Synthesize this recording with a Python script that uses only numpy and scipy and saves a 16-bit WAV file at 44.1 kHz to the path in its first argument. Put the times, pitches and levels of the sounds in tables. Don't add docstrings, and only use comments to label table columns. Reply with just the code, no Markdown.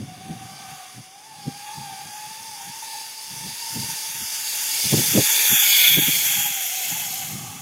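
import sys
import numpy as np
from scipy import signal
from scipy.fft import rfft, irfft, next_fast_len
from scipy.io import wavfile
from scipy.ndimage import map_coordinates

SR = 44100
rng = np.random.default_rng(int(sys.argv[2]) if len(sys.argv) > 2 else 0)


def pcm_store(signal):
    levels = np.round(np.clip(np.atleast_2d(signal), -1, 1) * 32767)
    wavfile.write(sys.argv[1], SR, levels.astype(np.int16).T)


N = 335601
FFT_SIZE = next_fast_len(N)
TIME_S = np.arange(N) / SR
BINS_HZ = np.maximum(np.fft.rfftfreq(FFT_SIZE, 1 / SR), 1)
PASS_S, SPEED_M_S, NEAREST_M, SOUND_M_S = 5.83, 9.0, 3.5, 343

# time_s, pitch_hz
FIRST_CABLE_PITCH = [(0, 713), (.3, 770), (.62, 780), (.82, 737), (1.1, 757), (1.28, 890), (1.49, 797),
                     (1.75, 850), (1.94, 773), (2.14, 840), (2.45, 898), (2.63, 780), (2.76, 897),
                     (3.45, 882), (3.62, 915), (5.72, 845), (5.85, 700), (5.98, 865), (6.5, 830),
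                     (6.7, 741), (6.98, 844), (7.15, 770), (7.61, 825)]
SECOND_CABLE_PITCH = [(0, 730), (.75, 783), (1.05, 740), (1.5, 820), (1.8, 892), (2.05, 825), (2.75, 925),
                      (2.94, 840), (3.45, 910), (6.1, 875), (6.5, 810), (6.75, 824), (6.88, 725),
                      (7.05, 805), (7.61, 770)]
# time_s, gain_db
SINGING_GAIN = [(0, -51), (.2, -46), (.65, -39.5), (1.02, -55), (1.7, -39), (2.2, -41), (2.42, -45.5),
                (2.7, -42.5), (2.97, -39.5), (3.1, -50), (3.42, -43.5), (3.92, -43.5), (4.3, -49.5),
                (5.0, -46.5), (5.4, -42), (6.15, -48), (6.45, -41), (6.68, -45.5), (7.0, -40.5),
                (7.61, -48)]
# harmonic, gain_db
SINGING_OVERTONES = [(2, -12), (3, -12.5), (4, -13)]
# time_s, depth_db
SINGING_UNEVENNESS = [(0, 1), (2.5, -1.5), (4.4, 8.5), (6.4, 9), (7.61, 13.5)]
# time_s, level_db
DRONE_LEVEL = [(0, -67), (.65, -50), (.9, -55), (1.1, -72), (1.7, -56), (3.0, -66), (6.8, -67), (7.3, -51),
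               (7.61, -50)]
# time_s, gain_db
CONTACT_GAIN = [(0, -4), (.7, .8), (.9, -.8), (1.1, -6.8), (1.35, -4.8), (1.62, 0), (2.5, -.5), (2.95, 1.1),
                (3.17, -1.9), (3.85, 2.5), (4.2, -.3), (4.9, 1.5), (5.6, -1.7), (5.89, .3), (5.99, -2.9),
                (6.38, 1.0), (6.56, -1), (6.87, 3.0), (7.22, 1.8), (7.45, -2.4)]
# freq_hz, relative_db
WHIR_SPECTRUM = [(200, -15), (480, -8), (700, -7), (1050, -10), (1250, -8), (1550, 0.5), (2200, -0.5),
                 (3000, -10.5), (6000, -24)]
# freq_hz, relative_db
HISS_FRONT = [(1500, -23.5), (3000, -10.5), (4300, -7), (4650, 3), (4950, 0), (5300, -1), (5800, -2.5),
              (6400, -1), (6900, -3.5), (7400, -7.5), (8400, -7.5), (9500, -2.5), (10900, -5), (12000, -20),
              (16000, -26)]
HISS_SIDE = [(1500, -22), (3900, -13), (4550, 0), (5200, -9.5), (5800, -4), (6500, 4), (7200, 0.5),
             (8000, -4), (8800, -9), (9400, -1.5), (10200, -4), (11000, -0.5), (12000, -16), (16000, -26)]
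HISS_REAR = [(1500, -18), (3000, -6.5), (4100, -10.5), (4600, -7.5), (5200, -5.5), (6100, 0), (6900, 2),
             (7600, -3), (8700, -6.5), (9500, -4.5), (10400, -3), (11200, -9), (12000, -21), (16000, -17)]
# freq_hz, relative_db
SIZZLE_FRONT = [(10000, -17), (11300, 3.5), (12150, -6), (12850, 1.5), (13400, 0), (14700, -2), (15800, -6)]
SIZZLE_REAR = [(10000, -19), (11200, -1), (11800, -6.5), (12350, 4), (13000, -1.5), (13800, -3),
               (14500, -2), (15800, -11)]
# freq_hz, width_hz, relative_db
PLATE_MODES_END = [(2192, 340, -1.5), (2680, 270, -0.5), (3070, 500, -5), (3418, 370, 1.5),
                   (3970, 890, -10), (4580, 180, -5)]
PLATE_MODES_SIDE = [(1670, 550, -15.5), (2247, 260, -5.5), (2435, 270, -4), (3000, 450, -11),
                    (3400, 270, 3), (4520, 300, -12.5), (6600, 640, -12.5), (11310, 400, -10),
                    (12600, 500, -13), (14400, 246, -19)]
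# start_s, hold_s, level_db
WIND_GUSTS = [(0.02, .44, -42), (.5, .23, -48), (1.39, .19, -49), (1.8, .29, -50.5), (2.28, .4, -56),
              (3.35, .13, -45), (3.75, .15, -44), (4.11, .1, -54), (4.93, .23, -35), (5.92, .13, -38.5),
              (6.14, .36, -46.5), (6.92, .25, -44), (7.22, .39, -41.5)]
# centre_s, peak_db, width_s
WIND_BUFFETS = [(0.016, -23.5, .03), (0.307, -24, .03), (0.986, -32, .035), (1.48, -17, .014),
                (1.795, -30, .03), (2.691, -37, .03), (3.461, -31, .025), (3.778, -23, .03),
                (3.838, -29, .02), (4.22, -35, .02), (4.86, -25.5, .012), (4.938, -6.5, 0.011),
                (4.985, -15, 0.022), (5.154, -9.5, .011), (5.181, -7, 0.021), (5.525, -21, .02),
                (5.984, -14.5, 0.011), (6.024, -22, 0.012), (6.086, -19, 0.009), (6.385, -30.5, .03),
                (7.346, -25, .018), (7.44, -28, .012)]
# freq_hz, relative_db
TURBULENCE_SPECTRUM = [(25, -39), (60, -22), (100, -3), (145, 4), (200, -2), (300, -12.5), (450, -22.5),
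                       (800, -32), (2000, -54)]
# freq_hz, relative_db
VALLEY_SPECTRUM = [(60, -9), (150, -8), (400, -1), (650, -3.5), (1100, 0), (2000, -23), (8000, -37)]


def cables(drone_hz=1170, drone_width_hz=220):
    first = cable_tone(FIRST_CABLE_PITCH, jitter=.00596, flutter_db=2, roughness=.24, overtone_db=1)
    second = cable_tone(SECOND_CABLE_PITCH, jitter=.01412, flutter_db=2.5, roughness=.56, overtone_db=-1)
    drone = from_db(curve(DRONE_LEVEL)) * noise(resonances([(drone_hz, drone_width_hz, 0)]))
    return from_db(curve(SINGING_GAIN)) * (from_db(-1) * first + from_db(-4) * second) + drone


def cable_tone(pitch, jitter, flutter_db, roughness, overtone_db):
    unevenness = from_db(curve(SINGING_UNEVENNESS))
    speed_surge = .014 * np.maximum(unevenness - 1, 0) * drift(rate_hz=5)
    pitch_hz = curve(pitch) * (1 + speed_surge + jitter * drift(40.1))
    phase = 2 * np.pi * np.cumsum(pitch_hz) / SR
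    smear = roughness * unevenness
    tone = np.sin(phase) * (1 + smear * drift(58)) + np.cos(phase) * smear * drift(55)
    tone /= np.sqrt(.5 + smear ** 2)
    overtones = sum(from_db(db) * np.sin(round(harmonic) * phase + .55 * drift(60))
                    for harmonic, db in SINGING_OVERTONES)
    swell_db = passing_db(near_db=16, fall_db=6.6, rear_db=-4, side_db=7.5, far_db=-5, lobe=.2)
    flutter = unit_rms(from_db(flutter_db * drift(21)))
    return (tone + from_db(swell_db + overtone_db) * overtones) * flutter


def pulleys(chatter_db=.5, rattle_db=.5):
    contact_db = curve(CONTACT_GAIN)
    rolling = cable_whir(1.1 * contact_db) + pulley_hiss(contact_db) + bearing_sizzle(1.3 * contact_db)
    chatter = unit_rms(from_db(chatter_db * drift(20) + rattle_db * drift(400)))
    return chatter * ground_echo(rolling, bounce=.3)


def cable_whir(drive_db):
    pass_db = passing_db(near_db=-32.5, fall_db=9.6, rear_db=-3.4, side_db=-10.5, far_db=-56, lobe=.6)
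    return from_db(drive_db + pass_db) * steel_noise(colour(WHIR_SPECTRUM), band_hz=(1100, 2000))


def pulley_hiss(drive_db):
    pass_db = passing_db(near_db=-16.6, fall_db=8.2, rear_db=-2.9, side_db=-7.8, far_db=-64, lobe=.52)
    front, side, rear = [steel_noise(colour(view), band_hz=(4200, 10500))
                         for view in (HISS_FRONT, HISS_SIDE, HISS_REAR)]
    approach = blend(front, side, at_s=5.04, over_s=.78)
    return from_db(drive_db + pass_db) * blend(approach, rear, at_s=6.28, over_s=.31)


def bearing_sizzle(drive_db):
    pass_db = passing_db(near_db=-17.8, fall_db=11, rear_db=-1.5, side_db=-1.5, far_db=-72)
    front, rear = [steel_noise(colour(view), band_hz=(11800, 15500))
                   for view in (SIZZLE_FRONT, SIZZLE_REAR)]
    return from_db(drive_db + pass_db) * blend(front, rear, at_s=5, over_s=.27)


def side_plates(shake_db=1):
    pass_db = passing_db(near_db=-20.4, fall_db=10.7, rear_db=-1.2, side_db=4.8, far_db=-50.8)
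    end_on, broadside = [steel_noise(resonances(view), band_hz=(2000, 3800))
                         for view in (PLATE_MODES_END, PLATE_MODES_SIDE)]
    approach = blend(end_on, broadside, at_s=5.2, over_s=.31)
    ringing = blend(approach, end_on, at_s=6.5, over_s=.3)
    shifted = delayed(ringing, (distance_m() - NEAREST_M) / SOUND_M_S)
    level_db = .9 * curve(CONTACT_GAIN) + pass_db + shake_db * drift(41)
    return from_db(level_db) * ground_echo(shifted, bounce=.52)


def bearing_whistle(pitch_hz=12290, width_hz=110, level_db=-36.5, flutter_db=4.5):
    envelope = held(start_s=6.35, end_s=7.23, rise_db_per_s=60, fall_db_per_s=140)
    gain = envelope * from_db(level_db + flutter_db * drift(14))
    return gain * noise(resonances([(pitch_hz, width_hz, 0)]))


def wind(lumps_db=3.3, breeze_db=-66):
    gusts = [from_db(db) * held(start_s, start_s + hold_s, rise_db_per_s=170, fall_db_per_s=210)
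             for start_s, hold_s, db in WIND_GUSTS]
    flow = np.maximum(np.max(gusts, axis=0), from_db(breeze_db))
    pressure = flow * unit_rms(noise(colour(TURBULENCE_SPECTRUM)) * from_db(lumps_db * drift(32)))
    for centre_s, peak_db, width_s in WIND_BUFFETS:
        burst = buffet(peak_db, width_s)
        at = round(centre_s * SR) - len(burst) // 2 + np.arange(len(burst))
        inside = (at >= 0) & (at < N)
        pressure[at[inside]] += burst[inside]
    return butterworth(pressure, "high", cutoff_hz=60, order=1)


def buffet(peak_db, width_s, size=16384):
    top_hz = np.clip(430 * np.exp(.033 * peak_db), 170, 600)
    eddies = butterworth(rng.standard_normal(size), "low", top_hz)
    offset_s = (np.arange(size) - size // 2) / SR
    burst = butterworth(eddies / np.cosh(1.7 * offset_s / width_s), "high", cutoff_hz=118)
    return from_db(peak_db) * burst / np.abs(burst).max()


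def valley_air(level_db=-59):
    return from_db(level_db) * noise(colour(VALLEY_SPECTRUM))


def swaying(x, near_depth=.3, far_depth=.17, sway_hz=4.5, patterns=3, points=90):
    depth = far_depth + (near_depth - far_depth) * NEAREST_M / distance_m()
    spectrum = rfft(x, FFT_SIZE)
    for _ in range(patterns):
        lobes = across_bins(rng.standard_normal(points))
        x = x + depth / np.sqrt(patterns) * drift(sway_hz) * irfft(spectrum * lobes, FFT_SIZE)[:N]
    return x


def ground_echo(x, bounce, cable_height_m=3.0, microphone_height_m=1.3):
    direct_m = distance_m()
    mirrored_m = np.sqrt(direct_m ** 2 + 4 * cable_height_m * microphone_height_m)
    echo_gain = bounce * (NEAREST_M / direct_m) ** 2
    echo = delayed(x, (mirrored_m - direct_m) / SOUND_M_S)
    return (x + echo_gain * echo) / np.hypot(1, echo_gain)


def passing_db(near_db, fall_db, rear_db, side_db, far_db, lobe=.45):
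    range_m = distance_m()
    facing = SPEED_M_S * (TIME_S - PASS_S) / range_m
    directivity_db = rear_db * facing + side_db * np.exp(-(facing / lobe) ** 2)
    direct_db = near_db - fall_db * np.log2(range_m / NEAREST_M) + directivity_db
    return 20 * np.log10(np.hypot(from_db(direct_db), from_db(far_db)))


def distance_m():
    return np.hypot(NEAREST_M, SPEED_M_S * (TIME_S - PASS_S))


def steel_noise(gain, band_hz, ripple_db=1.82, points=400):
    ripple = across_bins(from_db(ripple_db * rng.standard_normal(points)))
    return noise(gain * ripple, band_hz)


def noise(gain, band_hz=(0, SR)):
    inside = (BINS_HZ >= band_hz[0]) & (BINS_HZ <= band_hz[1])
    white = rng.standard_normal(2 * len(BINS_HZ)).view(complex) * np.sqrt(FFT_SIZE / 2)
    return irfft(white * gain, FFT_SIZE)[:N] / np.sqrt(np.mean(gain ** 2 * inside))


def colour(points):
    hz, db = np.transpose(points)
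    roll_off = np.minimum(BINS_HZ / hz[0], 1) ** 2
    return from_db(np.interp(np.log(BINS_HZ), np.log(hz), db)) * roll_off


def resonances(modes):
    power = 0
    for hz, width_hz, db in modes:
        detuning = (BINS_HZ ** 2 - hz ** 2) / (BINS_HZ * width_hz)
        power += (from_db(db) / (1 + detuning ** 2)) ** 2
    return np.sqrt(power)


def drift(rate_hz, size=8192):
    hz = np.arange(size // 2 + 1) * SR / N
    slow = irfft(rfft(rng.standard_normal(size)) / (1 + (hz / rate_hz) ** 2))
    return np.interp(TIME_S, np.linspace(0, N / SR, size), unit_rms(slow))


def held(start_s, end_s, rise_db_per_s, fall_db_per_s):
    early_s, late_s = np.clip(start_s - TIME_S, 0, 2), np.clip(TIME_S - end_s, 0, 2)
    return from_db(-rise_db_per_s * early_s - fall_db_per_s * late_s)


def blend(before, after, at_s, over_s):
    share = .5 + .5 * np.tanh((TIME_S - at_s) / over_s)
    return np.sqrt(1 - share) * before + np.sqrt(share) * after


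def delayed(x, delay_s):
    return map_coordinates(x, [(TIME_S - delay_s) * SR], order=3, mode="mirror")


def butterworth(x, kind, cutoff_hz, order=3):
    return signal.sosfilt(signal.butter(order, cutoff_hz, kind, fs=SR, output="sos"), x)


def curve(rows):
    return np.interp(TIME_S, *np.transpose(rows))


def across_bins(values):
    return np.interp(BINS_HZ, np.linspace(0, SR / 2, len(values)), values)


def unit_rms(x):
    return x / np.sqrt(np.mean(x ** 2) + 1e-20)


def from_db(db):
    return 10 ** (np.asarray(db) / 20)


def scene():
    air = valley_air()
    mono = cables() + swaying(pulleys() + side_plates()) + bearing_whistle() + wind() + air
    return np.array([mono, mono])


def record(dry):
    cutoff_hz = 15760
    return signal.sosfilt(signal.ellip(12, .1, 90, cutoff_hz, fs=SR, output="sos"), dry)


dry = scene()
out = record(dry)
pcm_store(out)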